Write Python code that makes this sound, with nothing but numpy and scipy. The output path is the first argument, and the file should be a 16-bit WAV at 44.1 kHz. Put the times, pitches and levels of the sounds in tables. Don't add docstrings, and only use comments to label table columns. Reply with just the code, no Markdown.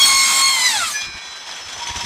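import sys
import numpy as np
from scipy import signal
from scipy.fft import rfft, irfft, next_fast_len
from scipy.io import wavfile
from scipy.ndimage import uniform_filter1d, map_coordinates

SR = 44100
rng = np.random.default_rng(int(sys.argv[2]) if len(sys.argv) > 2 else 0)


def master_out(mix):
    frames = np.transpose(np.atleast_2d(mix))
    ceiling = np.clip(frames, -1, 1)
    pcm = np.round(ceiling * 32767).astype(np.int16)
    wavfile.write(sys.argv[1], SR, pcm)


N = 90581
TIME_S = np.arange(N) / SR
RING_S, STALL_FADE_S = 0.928, 0.025
PATCHY_DB = 1.6


def amp(db):
    return 10 ** (np.asarray(db) / 20)


def unit(x):
    return x / np.sqrt(np.mean(np.abs(x) ** 2) + 1e-20)


def curves(rows):
    times_s, *columns = np.transpose(rows)
    return [np.interp(TIME_S, times_s, column) for column in columns]


def wobble(rate):
    knots = rng.standard_normal(int(N * rate / SR) + 4)
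    return map_coordinates(knots, [np.arange(N) * rate / SR])


def jitter(rate):
    knots = rng.standard_normal((2, int(N * rate / SR) + 2))
    complex_knots = knots[0] + 1j * knots[1]
    return unit(np.interp(np.arange(N) * rate / SR, np.arange(knots.shape[1]), complex_knots))


def filtered(x, response):
    size = next_fast_len(N + SR // 2)
    hz = np.fft.rfftfreq(size, 1 / SR)
    return irfft(rfft(x, size) * response(hz), size)[..., :N]


def noise(spectrum, patchy_db):
    knot_hz, knot_db = np.transpose(spectrum)
    grid = signal.stft(rng.standard_normal(N), nperseg=512)[2]
    patches = uniform_filter1d(rng.standard_normal(grid.shape), 4, axis=0)
    patches = uniform_filter1d(patches, 8, axis=1)
    patchy = signal.istft(grid * amp(patchy_db * unit(patches)), nperseg=512)[1][:N]

    def colour(hz):
        return amp(np.interp(np.log(hz + 1), np.log(knot_hz + 1), knot_db, -120, -120))

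    return unit(filtered(patchy, colour))


def rumble_and_puffs():
    # t/s, level/dB
    rumble_level = [(0, -69), (.7, -64), (.8, -48.5), (1.2, -67.5), (2.05, -47.5)]
    # centre t/s, level/dB
    puffs = [(.02, -46), (.15, -41), (.78, -42), (.86, -62), (1.04, -49), (1.081, -40.5), (1.11, -43),
             (1.16, -40.5), (1.28, -57), (1.68, -52), (1.78, -52), (1.906, -36.5), (1.97, -32.5),
             (2.045, -35.5)]
    # f/Hz, level per Hz/dB
    low_colour = [(12, -36), (20, -12.5), (64, 1.5), (296, -17.5), (357, -14.5), (400, -15.5), (520, -48),
                  (880, -120)]
    puff_s = .015
    envelope = amp(curves(rumble_level)[0] + 0.71 * wobble(11.99))
    for centre_s, db in puffs:
        envelope = envelope + amp(db) * np.exp(-((TIME_S - centre_s) / puff_s) ** 2)
    return envelope * noise(low_colour, patchy_db=1)


def yard_echo(saw):
    t60_s, level_db, delay_samples = .2, -15, 400
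    tail_samples = SR // 3
    tail = rng.standard_normal(tail_samples) * amp(-60 * np.arange(tail_samples) / SR / t60_s)
    tail = tail / np.linalg.norm(tail)
    return amp(level_db) * signal.fftconvolve(np.pad(saw, (delay_samples, 0)), tail)[:N]


def steady_tones():
    # start t/s, length/s, centre f/Hz, level before wavering/dB
    short_tones = [(0.543, .11, 915, -29), (0.909, 0.098, 1709, -25), (0.919, 0.092, 6035, -28),
                   (0.904, 0.038, 6460, -31), (1.773, 0.039, 5303, -35), (1.777, 0.37, 954, -32),
                   (2.003, 0.13, 5300, -35)]
    waver_db, drift_hz = 4, 5
    total = np.zeros(N)
    for start_s, length_s, hz, db in short_tones:
        progress = np.clip((TIME_S - start_s) / length_s, 0, 1)
        arch = np.sqrt(np.sin(np.pi * progress).clip(0))
        level = amp(db + waver_db * wobble(50))
        phase = 2 * np.pi * np.cumsum(hz + drift_hz * wobble(40)) / SR
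        total = total + level * arch * np.sin(phase)
    return total


def catch_envelope():
    # t/s, level before the rise and fall shape/dB
    catch_list = [(1.005, -23), (1.035, -29), (1.46, -29), (1.51, -28.5), (1.555, -30.5), (1.6, -40),
                  (1.683, -25), (1.725, -24.5), (1.775, -30), (1.819, -26), (1.87, -21.5), (1.915, -28),
                  (1.958, -19), (2.006, -20), (2.04, -20.5)]
    rise_s, fall_s = .004, .022
    envelope = np.zeros(N)
    for start_s, db in catch_list:
        since = np.maximum(TIME_S - start_s, 0)
        envelope = envelope + amp(db) * (1 - np.exp(-since / rise_s)) * np.exp(-since / fall_s)
    return envelope


def ticks():
    # t/s, starting level of each mode/dB, lower mode f/Hz
    tick_list = [(1.019, -20.5, 4190), (1.513, -23, 4140), (1.564, -27, 2620), (1.871, -20.5, 2570)]
    t60_s, upper_ratio = .016, 1.2
    total = np.zeros(N)
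    for start_s, db, hz in tick_list:
        since = np.maximum(TIME_S - start_s, 0)
        for ratio in (1, upper_ratio):
            total = total + amp(db - 60 * since / t60_s) * np.sin(2 * np.pi * ratio * hz * since)
    return total


def scraping():
    # t/s, level/dB
    rub_level = [(0.9, -21), (1.012, -31), (1.316, -29.5), (1.594, -28), (2.05, -23)]
    # f/Hz, level per Hz/dB
    rub_colour = [(71, -30), (120, -17), (360, -12.5), (563, -10), (975, -1.5), (1170, -4), (3300, -7),
                  (4760, -9.5), (5960, -11), (7010, -13.5), (15500, -42)]
    # f/Hz, width/Hz, level before the shared boost/dB
    resonances = [(880, 11, -19), (2940, 25, -22), (3260, 61, 1.5), (3410, 14, 10), (3915, 24, -1.5),
                  (5040, 19, -18), (5270, 9, 13), (5990, 85, 6), (6540, 83, -24), (8050, 270, -7)]
    scrape_db, turn_db, crackle_db = -6, 1.6, 1.7
    boost_db, catch_low_hz = 6, 1160

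    def steel(f):
        modes = sum(amp(db) * 1j * f * width / (centre * centre - f * f + 1j * f * width)
                    for centre, width, db in resonances)
        return 1 + amp(boost_db) * modes

    def low_cut(f):
        return f * f / (f * f + catch_low_hz ** 2)

    fade_in = np.clip((TIME_S - RING_S) / STALL_FADE_S, 0, 1)
    envelope = amp(curves(rub_level)[0] + scrape_db + turn_db * wobble(60)) * fade_in
    rub = noise(rub_colour, PATCHY_DB)
    bright = filtered(noise(rub_colour, patchy_db=3.5), low_cut)
    catches = catch_envelope() * amp(crackle_db * wobble(250)) * bright
    rubbing = filtered(envelope * rub + catches, steel) / np.std(filtered(rub, steel))
    return rubbing + ticks()


def ringing():
    # centre f/Hz, level before swell, waver and decay/dB, t60 before extra damping/s, swell/s
    modes = [(1575, -36, 2, 0.061), (1712, -42, 1.1, 0.017), (1870, -37.5, 7.1, 0.39),
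             (2268, -34, 2.6, .04), (4242, -28, .75, .35), (4992, -34, 1.9, .15), (2417, -23, 0.82, 0.043),
             (3160, -63, 3, 0.057), (3280, -57, 4.4, 0.059), (3996, -29, 2.6, 0.11), (4829, -30, .4, .01),
             (5170, -27.5, 1.4, 0.039), (6035, -38, 1.2, .01), (7752, -59, 1.5, .02)]
    waver_db, drift_hz = 1.8, 4
    damp_s, damp_t60_s, damp_hz = 1.55, 1, 2268
    since = np.maximum(TIME_S - RING_S, 0)
    damping_db = 60 * np.maximum(TIME_S - damp_s, 0) / damp_t60_s
    total = np.zeros(N)
    for hz, db, t60_s, swell_s in modes:
        decay_db = 60 * since / t60_s + damping_db * (damp_hz / hz) ** 2
        level = amp(db - decay_db + waver_db * wobble(11.8))
        swell = 1 - np.exp(-since / max(swell_s, 1e-3))
        phase = 2 * np.pi * np.cumsum(hz + drift_hz * wobble(11)) / SR
        total = total + level * swell * np.sin(phase)
    return total


TEETH = 24


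def tone(turn, multiple, runout, blur):
    slow_hz, fast_hz, fast_share = 49.84, 297.8, .7
    weights = rng.standard_normal((3, 2)) @ [1, 1j]
    spin = np.exp(2j * np.pi * turn)
    pattern = unit(weights[0] * spin + weights[1] / spin + weights[2] * spin ** 2)
    grain = jitter(slow_hz) + fast_share * jitter(fast_hz)
    size = np.sqrt((1 + runout ** 2 + blur ** 2 * (1 + fast_share ** 2)) / 2)
    carrier = np.exp(2j * np.pi * multiple * TEETH * turn)
    return ((1 + runout * pattern + blur * grain) / size * carrier).real


def chip_hiss(hiss_db, stall_s):
    # f/Hz, level per Hz/dB
    chip_colour = [(71, -45), (120, -19.5), (255, -10.5), (432, -21), (917, -4.5), (1830, -7.5),
                   (2110, -0.5), (2810, -7), (4220, 0.5), (5840, -6.5), (7610, 0), (15500, -27)]
    # f/Hz, level per Hz/dB
    spit_colour = [(5000, -32), (8500, 5), (12000, -2), (15600, -9)]
    boost_db, swell_db, t60_s = 2, 1, 0.34
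    spit_s, spit_rise_s, spit_db = 0.914, 0.07, -36
    decay_db = 60 * np.maximum(TIME_S - stall_s, 0) / t60_s
    swell = amp(swell_db * wobble(39.76) - decay_db)
    spit_rise = np.exp(-(np.maximum(spit_s - TIME_S, 0) / spit_rise_s) ** 2)
    chips = amp(hiss_db + boost_db) * noise(chip_colour, PATCHY_DB)
    spit = amp(spit_db) * spit_rise * noise(spit_colour, PATCHY_DB)
    return swell * (chips + spit)


def cutting():
    # t/s, tooth rate f/Hz, level of tones 1 to 6/dB (six columns), hiss level before its boost/dB
    cut = [(0.0, 1100, -22, -21, -13.5, -21, -24, -10.5, -21),
           (0.038, 1093, -25.5, -25.5, -11, -13.5, -19.5, -26, -20.5),
           (0.066, 1090, -26.5, -28, -25.5, -13, -30, -20, -19),
           (0.098, 1086, -21.5, -18.5, -24.5, -18.5, -27.5, -20.5, -20.5),
           (0.148, 1082, -21.5, -19.5, -25, -26.5, -24, -22, -21.5),
           (0.164, 1084, -20.5, -20.5, -30.5, -16.5, -30, -21, -22.5),
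           (0.244, 1082, -26.5, -19.5, -30, -28, -22, -26, -21),
           (0.276, 1076, -31.5, -28, -27.5, -32, -31.5, -21.5, -21),
           (0.412, 1081, -22, -23, -22, -22, -27, -34, -19.5),
           (0.426, 1081, -20.5, -25, -22, -16, -38, -25, -24),
           (0.464, 1083, -23, -20.5, -27, -16.5, -33, -22, -22.5),
           (0.524, 1076, -26, -27.5, -25, -19.5, -25.5, -33, -24.5),
           (0.574, 1036, -35.5, -20, -24.5, -32, -38, -32, -25),
           (0.618, 1004, -32.5, -25, -32.5, -24, -24.5, -33, -24),
           (0.668, 1004, -33.5, -16.5, -29, -17, -23, -21, -23.5),
           (0.716, 919.3, -29, -30.5, -35, -25, -34, -28, -24),
           (0.778, 809.4, -27.5, -25.5, -34, -26, -26.5, -32, -26),
           (0.796, 741, -37.5, -29, -42, -36, -26.5, -37, -25.5),
           (0.836, 660, -36, -20.5, -26.5, -34, -37, -35, -27),
           (0.86, 650.8, -69, -30.5, -35, -32, -21.5, -41, -25.5),
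           (.895, 602, -50, -29.5, -57, -58, -55, -37, -25.5),
           (.93, 592, -48, -36, -51, -52, -52, -35, -29.5), (.96, 570, -61, -36, -48, -51, -55, -52, -31.5)]
    low_tones = [(1, 0.15, 0.07), (2, 0.26, 0.18), (3, 0.3, 0.3), (4, 0.22, 0.16), (5, .4, 0.45),
                 (6, 1, 0.24)]
    # multiple of the tooth rate, level over the hiss column before slowing and wander/dB
    high_tones = [(7, -7.5), (8, -5.5), (9, -14.5), (10, -20), (11, -17.5), (12, -21), (13, -26), (14, -25),
                  (15, -34), (16, -32)]
    # multiple of the tooth rate, level over the hiss column before slowing and wander/dB
    gear_tones = [(2.22, -17), (3.3, -22), (4.44, -38), (6.65, -19.5), (7.18, -12)]
    stall_s, full_hz = 0.921, 1085
    slowing_db, bog_blur = 10, .9
    wander_db, wander_rate = 3, 25
    high_runout, high_blur = .4, .07

    rate_hz, *low_db, hiss_db = curves(cut)
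    turn = np.cumsum(rate_hz) / SR / TEETH
    lost_octaves = np.clip(np.log2(full_hz / rate_hz), 0, None)
    bog = bog_blur * lost_octaves
    whine = np.zeros(N)
    for db, (multiple, runout, blur) in zip(low_db, low_tones):
        whine = whine + amp(db) * tone(turn, multiple, runout, blur + bog)
    for multiple, db in high_tones + gear_tones:
        level_db = hiss_db + db - slowing_db * lost_octaves + wander_db * wobble(wander_rate)
        whine = whine + amp(level_db) * tone(turn, multiple, high_runout, high_blur * multiple + bog)
    gate = np.clip((stall_s + STALL_FADE_S - TIME_S) / STALL_FADE_S, 0, 1)
    return gate * whine + chip_hiss(hiss_db, stall_s)


def scene():
    saw = steady_tones() + scraping() + ringing() + cutting()
    return (rumble_and_puffs() + yard_echo(saw) + saw)[None]


def record(dry):
    ceiling, low_hz, top_hz = .68, 30, 15700
    rounded = dry / (1 + np.abs(dry / ceiling) ** 6) ** (1 / 6)
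    return filtered(rounded, lambda hz: (hz < top_hz) * 1j * hz / (low_hz + 1j * hz))


dry = scene()
out = record(dry)
master_out(out)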